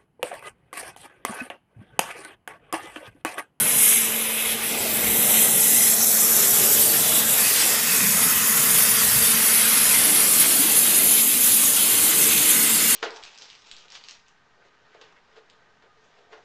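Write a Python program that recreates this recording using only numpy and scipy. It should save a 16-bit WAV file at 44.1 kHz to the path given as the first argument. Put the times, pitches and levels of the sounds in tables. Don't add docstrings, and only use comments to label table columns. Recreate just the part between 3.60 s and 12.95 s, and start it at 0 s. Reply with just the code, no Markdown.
import sys
import numpy as np
from scipy import signal
from scipy.io import wavfile
from scipy.ndimage import uniform_filter1d

SR = 44100
rng = np.random.default_rng(int(sys.argv[2]) if len(sys.argv) > 2 else 0)


def dump(signal):
    limited = np.clip(np.atleast_2d(signal).T, -1, 1)
    pcm = np.round(limited * 32767).astype(np.int16)
    wavfile.write(sys.argv[1], SR, pcm)


N = 412335


def gain_of(db):
    return 10 ** (np.asarray(db) / 20)


def evened(x):
    return x / np.sqrt(np.mean(x ** 2) + 1e-20)


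def columns(rows, t):
    s, *values = np.transpose(rows)
    return [np.interp(t, s, v) for v in values]


def grid(size):
    hop = size // 4
    frame_times = np.arange(N // hop + 5) * hop / SR
    return np.fft.rfftfreq(size, 1 / SR), frame_times


def wander(count, seconds):
    size = max(round(seconds * SR), 1)
    smooth = uniform_filter1d(rng.standard_normal(count), size)
    return evened(uniform_filter1d(smooth, size))


def blotches(hz, t, wide_hz, long_s):
    wide = max(round(wide_hz / hz[1]), 1)
    long = max(round(long_s / t[1]), 1)
    field = rng.standard_normal((len(t), len(hz))).T
    field = uniform_filter1d(field, wide, axis=0)
    return evened(uniform_filter1d(field, long, axis=1))


def colour(points, hz):
    f, db = np.transpose(points)
    shape = gain_of(np.interp(np.log(hz + 1), np.log(f + 1), db, left=-80, right=-80))
    return (shape / np.linalg.norm(shape))[:, None]


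def hump(hz, centre_hz, width_hz, steep):
    shape = 1 / (1 + ((hz[:, None] - centre_hz) / width_hz) ** 2) ** steep
    return shape / np.linalg.norm(shape, axis=0)


def blend(hz, colours, levels_db):
    powers = [(colour(c, hz) * gain_of(db)) ** 2 for c, db in zip(colours, levels_db)]
    return np.sqrt(sum(powers))


STANDING_DB = .8


def rush(size, magnitude, patch_hz, patch_s, patchy_db, ripple_db):
    hop = size // 4
    hz, t = grid(size)
    a, b = rng.standard_normal((len(t), len(hz), 2)).T
    patches_db = patchy_db * blotches(hz, t, patch_hz, patch_s)
    fine_db = ripple_db * blotches(hz, t, 60, .07)
    standing_db = STANDING_DB * blotches(hz, t, 90, 1.2)
    loudness = gain_of(patches_db + fine_db + standing_db)
    spectra = (a + 1j * b) * magnitude(hz, t) * evened(loudness)
    noise = signal.istft(spectra, nperseg=size, noverlap=size - hop)[1][:N]
    return noise * np.sqrt(1.5)


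# start_s, first_tone_db, octave_db
PUMP_LEVELS = [(0, -42, -46), (1.1, -41, -46), (1.6, -38, -42.5), (2.3, -41, -47.5), (3, -43, -42.5),
               (3.6, -42.5, -47), (4.2, -45, -47), (4.9, -50, -46.5), (5.6, -40, -42.5), (6.2, -42, -47),
               (6.6, -47.5, -57), (7.3, -43.5, -44.5), (8.1, -44, -52), (8.3, -51, -45), (8.8, -42, -43.5),
               (9.35, -42, -45)]
PUMP_HZ = 224.15


def pump():
    t = np.arange(N) / SR
    turns = PUMP_HZ * t + 0.062 * wander(N, 0.21)
    first_db, octave_db = columns(PUMP_LEVELS, t)
    first_db = first_db + 2.1 * wander(N, 0.032)
    octave_db = octave_db + 1.8 * wander(N, .05)
    octave_turns = 2 * turns + 0.027 * wander(N, 0.047) + rng.random()
    first = gain_of(first_db) * np.sin(2 * np.pi * turns)
    octave = gain_of(octave_db) * np.sin(2 * np.pi * octave_turns)
    return np.sqrt(2) * (first + octave)


# start_s, slosh_db, gurgle_db, churn_db
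TANK_LEVELS = [(0, -38.5, -42.5, -39.5), (.4, -47, -48, -40), (.75, -53, -54, -40.5), (1.1, -47, -46, -39),
               (1.17, -44, -42, -35), (1.55, -37, -39.5, -35.5), (1.95, -38, -43, -34),
               (2.15, -39, -43, -38), (2.4, -42, -49, -39), (3.05, -41, -40.5, -36), (3.45, -40, -44, -35),
               (3.75, -40, -51, -36), (4.1, -42, -42, -37), (4.22, -42, -49, -40.5), (4.4, -35, -51, -38.5),
               (5.6, -39, -50, -39.5), (6.35, -42.5, -50, -38.5), (6.45, -39, -42.5, -37),
               (6.9, -40, -37, -38), (7.5, -42, -45, -38), (7.65, -47, -44.5, -41.5),
               (8.2, -41.5, -44, -41), (8.8, -38.5, -37.5, -40.5), (9.35, -40.5, -42, -41)]
# start_s, pitch_hz, level_db
MOAN_GLIDE = [(0, 280, -60), (1.5, 260, -57), (2.4, 298, -61), (2.7, 435, -44), (2.95, 410, -40),
              (3.15, 385, -45), (3.3, 340, -44), (3.45, 292, -44), (4.2, 266, -46), (5.2, 280, -49),
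              (6.3, 260, -43.5), (6.48, 305, -38), (6.55, 320, -45), (6.85, 250, -46), (6.95, 270, -39),
              (7.05, 300, -34), (7.15, 312, -42), (7.25, 343, -48), (7.38, 300, -43), (7.65, 277, -40),
              (8, 264, -39), (8.3, 292, -43), (9.35, 294, -41)]
# start_s, level_db
BOOM_LEVELS = [(0, -58), (1, -63), (2.5, -67), (3.1, -45), (3.8, -52.5), (4.5, -51), (5.3, -46),
               (6.3, -55.5), (7, -57), (9.35, -58)]
# pitch_hz, density_db (per Hz)
RUMBLE_COLOUR = [(20, -28), (45, -25), (70, 9), (105, -2), (140, -2)]
SLOSH_COLOUR = [(90, -51), (130, -9), (190, -3.5), (240, -2.5), (290, -22)]
GURGLE_COLOUR = [(250, 2.5), (310, 8.5), (360, 6), (420, -9), (490, 9)]
CHURN_COLOUR = [(380, -5.5), (490, -6.5), (700, -7), (930, -9.5), (1150, -53)]
BOOM_HZ = 127
RUMBLE_DB, ROLL_S = -65, 0.32
LUMPY_DB = 3


def tank():
    def magnitude(hz, t):
        pitch_hz, moan_db = columns(MOAN_GLIDE, t)
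        moan = gain_of(moan_db) * hump(hz, pitch_hz, 24, 1.5)
        boom = gain_of(columns(BOOM_LEVELS, t)[0]) * hump(hz, BOOM_HZ * np.ones(len(t)), 27, 1.0)
        rolls_db = [roll_db * np.exp(-((t - s) / ROLL_S) ** 2) for s, *_, roll_db in SURGES]
        lumps_db = LUMPY_DB * evened(uniform_filter1d(rng.standard_normal(len(t)), size=5))
        rumble_db = RUMBLE_DB + np.max(rolls_db, axis=0) + lumps_db
        colours = RUMBLE_COLOUR, SLOSH_COLOUR, GURGLE_COLOUR, CHURN_COLOUR
        water = blend(hz, colours, [rumble_db] + columns(TANK_LEVELS, t))
        return np.hypot(np.hypot(moan, boom), water)
    return rush(2048, magnitude, 200, 0.12, 1.37, 1.0)


# start_s, level_db (nominal), pitch_hz (at the start),
# roll_db (lift of the tank's rumble around the surge)
SURGES = [(1.199, -36.5, 88.8, 13), (1.379, -48, 116, 8), (1.499, -42, 140, 19.5), (2.919, -33, 102, 2),
          (3.499, -44, 120, 5), (4.298, -38, 133, 4), (4.769, -36, 110, 16), (5.559, -27, 130, 18.5),
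          (6.269, -41, 56.5, 8), (7.469, -38, 91, 7), (7.9, -38, 100, 7), (8.339, -38, 91.5, 18),
          (8.799, -49, 140, 14)]


def thumps():
    out, t = np.zeros(N), np.arange(0, .12, 1 / SR)
    for s, db, hz, _ in SURGES:
        swell = t / 0.01 * np.exp(1 - t / 0.0085)
        thump = gain_of(db) * swell * np.sin(2 * np.pi * hz * t * (1 + 5.2 * t))
        part = out[round(s * SR):][:len(t)]
        part += thump[:len(part)]
    return out


# centre_s, hiss_lift_db, kerf_lift_db, half_length_s; each noise takes all or a share of its lift
GUST_LIFTS = [(0.27, 7.5, 3.5, 0.13), (0.91, 2.5, 3.5, 0.039), (0.982, -4, -3, .04), (1.768, 2, 6, 0.088),
              (1.936, -2, -1, .05), (2.2, 0.5, 1.5, 0.099), (2.377, -4, -1, .04), (2.833, 1.5, 4, .05),
              (2.9, 1, -4, 0.05), (2.982, 2, 3, 0.09), (3.134, 6.5, -1, 0.018), (3.23, 5, 0, 0.044),
              (3.57, 1.5, 2, .03), (3.655, -3, -1.5, 0.041), (4.005, -0.5, 4, 0.084), (4.2, -3, 0, 0.076),
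              (4.638, 2, 1.5, 0.019), (5.184, 3, 0.5, .06), (5.648, 2, 0.5, .04), (5.758, -2.5, 0, 0.037),
              (6.812, 1.5, 4, 0.033), (7.048, -3, 1, 0.034), (7.187, 2.5, -1, 0.025),
              (7.463, 1.5, -2, 0.02), (7.587, 1.5, 3, 0.026), (7.64, -1.5, -6, 0.027),
              (7.792, -2.5, -5, 0.017), (7.894, 2.5, -1.5, 0.12), (8.125, 0, -2, 0.036),
              (8.222, 0, 2, 0.04), (8.62, 3.5, 0, 0.047), (8.755, 0.5, 4, 0.07), (8.91, 2.5, 1, 0.038),
              (9.29, 0, 1, .04)]
GUST_EDGE = 2


def gusts(t):
    s, hiss_db, kerf_db, half = np.transpose(GUST_LIFTS)
    bells = np.exp(-abs((t - s[:, None]) / half[:, None]) ** GUST_EDGE)
    return np.array([hiss_db, kerf_db]) @ bells


# start_s, centre_hz, change_db
LOWER_BAND = [(0, 4670, -2), (.7, 4550, -4), (1.3, 4600, -0.5), (1.6, 4600, -2), (1.9, 4680, -8),
              (2.2, 4620, -10), (2.7, 4800, -10), (3.3, 4550, 1), (4.6, 4550, -1.5), (6, 4700, -0.5),
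              (6.7, 4800, -1), (7.2, 5600, -2.5), (8, 5640, -1.5), (9.35, 5760, -3)]
# start_s, centre_hz, change_db
UPPER_BAND = [(0, 6700, 2.5), (1.5, 6840, -6), (2.3, 6800, -1.5), (3.5, 6660, -1.5), (4.3, 6700, 0.5),
              (4.8, 6760, 5.5), (5.3, 6900, -1.5), (6.1, 7700, -3), (6.8, 8000, 0), (7.5, 8100, -4),
              (8.6, 8000, -3), (9.35, 7800, 0)]
# start_s, change_db
ECHO_NOTCH = [(0, -5), (.5, -9), (1, -2), (2.3, -2), (2.7, -5), (3.3, -5), (4.5, -4), (5.7, -5), (6.4, -3),
              (6.9, 0), (9.35, 0)]
# centre_s, centre_hz, change_db, half_width_hz, half_length_s
BRIEF_DIPS = [(2.42, 2850, -5, 300, 0.2), (2.65, 3970, -5, 200, 0.084), (4.45, 3100, -4, 200, 0.11),
              (7.55, 5500, -3, 250, .2)]
NOTCH_HZ, NOTCH_WIDTH_HZ = 4250, 130
DEEPEN, RAGGED = 1.5, .6


def hollow(hz, t):
    f = hz[:, None]
    dips_db = columns(ECHO_NOTCH, t)[0] * np.exp(-((f - NOTCH_HZ) / NOTCH_WIDTH_HZ) ** 2)
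    for s, mid_hz, db, wide_hz, half in BRIEF_DIPS:
        dips_db = dips_db + db * np.exp(-((f - mid_hz) / wide_hz) ** 2 - ((t - s) / half) ** 2)
    centre_hz, lower_db = columns(LOWER_BAND, t)
    centre_hz = centre_hz + 120 * np.sin(2 * np.pi * 3.5 * t) * np.sin(2 * np.pi * 1.4 * t)
    dips_db = dips_db + lower_db * np.exp(-((f - centre_hz) / 260) ** 2)
    upper_hz, upper_db = columns(UPPER_BAND, t)
    upper = gain_of(upper_db * np.exp(-((f - upper_hz) / 350) ** 2))
    return upper * gain_of(dips_db * (DEEPEN + RAGGED * blotches(hz, t, 150, 0.077)))


# start_s, roar_db, rasp_db, sizzle_db, thin_sizzle_db
KERF_LEVELS = [(0, -36.5, -36, -34.5, -42), (.8, -38.5, -34, -33.5, -41.5), (1.3, -39.5, -35, -34.5, -35),
               (1.7, -37, -36.5, -33, -53), (2.2, -40.5, -38.5, -33.5, -31.5),
               (2.45, -38.5, -38, -37.5, -28.5), (2.75, -34, -38, -37, -33), (3.2, -35.5, -37, -32, -29.5),
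               (3.7, -34, -37, -30.5, -36.5), (3.85, -33.5, -34, -33, -29.5),
               (4.3, -32.5, -32.5, -33, -30.5), (4.85, -31, -34.5, -33.5, -33),
               (5.3, -30.5, -33.5, -32, -29.5), (6.4, -32, -31.5, -29.5, -28.5),
               (7.0, -35.5, -34, -31.5, -31), (7.5, -35.5, -33.5, -30.5, -33),
               (7.65, -38, -31.5, -29.5, -32.5), (8.1, -36.5, -36, -30, -34.5),
               (8.45, -35.5, -34.5, -30.5, -32.5), (8.8, -35, -34, -30.5, -35),
               (9.35, -34.5, -34, -31, -31)]
# start_s, pitch_hz, level_db
SLOT_RING = [(0, 2110, -40), (.38, 2160, -35), (.43, 2100, -50), (1.3, 2080, -43), (1.45, 2130, -33),
             (1.8, 2000, -36), (2.0, 2030, -41), (2.28, 2000, -33), (2.36, 1950, -44), (3.7, 1970, -61),
             (3.85, 1930, -37), (4.5, 1900, -36.5), (4.9, 1970, -42), (5.5, 1900, -36), (6.2, 2100, -42),
             (6.6, 2150, -39), (7.3, 2050, -50), (8.2, 2100, -41), (9.35, 2020, -35)]
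# pitch_hz, density_db (per Hz)
ROAR_COLOUR = [(750, -24), (1000, -5), (1300, -4), (1800, -3), (2200, -7.5)]
RASP_COLOUR = [(1600, -69), (1950, -1), (2250, 1.5), (2600, 4), (3100, -13.5)]
SIZZLE_COLOUR = [(2300, -20), (2800, 5), (3300, 6.5), (4000, 4), (4600, -5)]
THIN_COLOUR = [(3600, -24), (4200, 1.5), (5000, 0.5), (5700, -1), (6600, -5.5)]


def kerf(dips):
    def magnitude(hz, t):
        roar_db, rasp_db, sizzle_db, thin_db = columns(KERF_LEVELS, t)
        gust_db = gusts(t)[1]
        levels_db = (roar_db + 0.1 * gust_db, rasp_db + 0.9 * gust_db,
                     sizzle_db + gust_db, thin_db + 0.72 * gust_db)
        bands = blend(hz, (ROAR_COLOUR, RASP_COLOUR, SIZZLE_COLOUR, THIN_COLOUR), levels_db)
        ring_hz, ring_db = columns(SLOT_RING, t)
        ring = gain_of(ring_db) * hump(hz, ring_hz, 106, 0.99)
        return np.hypot(ring, bands * dips)
    flutter_db = 0.77 * wander(N, 0.016)
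    return rush(1024, magnitude, 350, .07, 0.79, 2.6) * evened(gain_of(flutter_db))


# start_s, level_db, centre_hz
JET_HISS = [(0, -21.5, 10700), (.36, -22.5, 11000), (.48, -25.5, 11200), (.95, -27.5, 11000),
            (1.3, -29.5, 10900), (1.6, -20.5, 11400), (2.1, -18.5, 10750), (2.6, -20, 11400),
            (3.2, -22.5, 11400), (3.6, -21.5, 11200), (4.25, -23, 10500), (4.8, -22, 11050),
            (5.2, -21.5, 10350), (6.0, -18.5, 10860), (6.7, -18.5, 10570), (7.8, -19, 10900),
            (8.4, -20.5, 10500), (9.35, -22, 10600)]
# start_s, coarse_db, mist_db
SPRAY_LEVELS = [(0, -31, -35), (.4, -27, -43), (.6, -35, -36), (1.0, -35.5, -37), (1.45, -28, -25),
                (1.75, -22.5, -25.5), (2.5, -21, -25), (2.9, -23, -30), (3.15, -23, -25), (4.3, -25, -25.5),
                (4.85, -27, -25), (5.2, -26.5, -22.5), (6.2, -26, -27.5), (7.5, -25, -24), (8.6, -24, -24),
                (9.35, -23, -24)]
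# start_s, centre_hz
COARSE_CENTRE = [(0, 7600), (1.6, 7840), (2.2, 7800), (2.7, 7100), (3.3, 8100), (4.6, 7600), (5.3, 7000),
                 (6, 7900), (7.5, 7600), (9.35, 7860)]
# pitch_hz, density_db (per Hz)
MIST_COLOUR = [(11500, -1), (12800, -1), (13800, -3.5), (14500, 1), (15500, -6)]


def jet(dips):
    def magnitude(hz, t):
        level_db, centre_hz = columns(JET_HISS, t)
        coarse_db, mist_db = columns(SPRAY_LEVELS, t)
        coarse_hz = columns(COARSE_CENTRE, t)[0]
        gust_db = gusts(t)[0]
        hiss = gain_of(level_db + gust_db) * hump(hz, centre_hz, 2730, 2.1)
        coarse = gain_of(coarse_db + 0.5 * gust_db) * hump(hz, coarse_hz, 2140, 1.19)
        mist = gain_of(mist_db + 0.53 * gust_db) * colour(MIST_COLOUR, hz)
        return np.sqrt(hiss ** 2 + coarse ** 2 + mist ** 2) * dips
    sputter_db = .45 * wander(N, .008) + .7 * wander(N, .0006)
    return rush(1024, magnitude, 1500, .025, 1.15, 3.7) * evened(gain_of(sputter_db))


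def scene():
    dips = hollow(*grid(size=1024))
    mono = pump() + tank() + thumps() + kerf(dips) + jet(dips)
    return np.array([mono, mono])


EDGE_HZ = 15000


def record(dry):
    low_pass = signal.firwin(1023, EDGE_HZ, window=("kaiser", 10), fs=SR)
    return signal.oaconvolve(dry, low_pass[None], "same")


dry = scene()
out = record(dry)
dump(out)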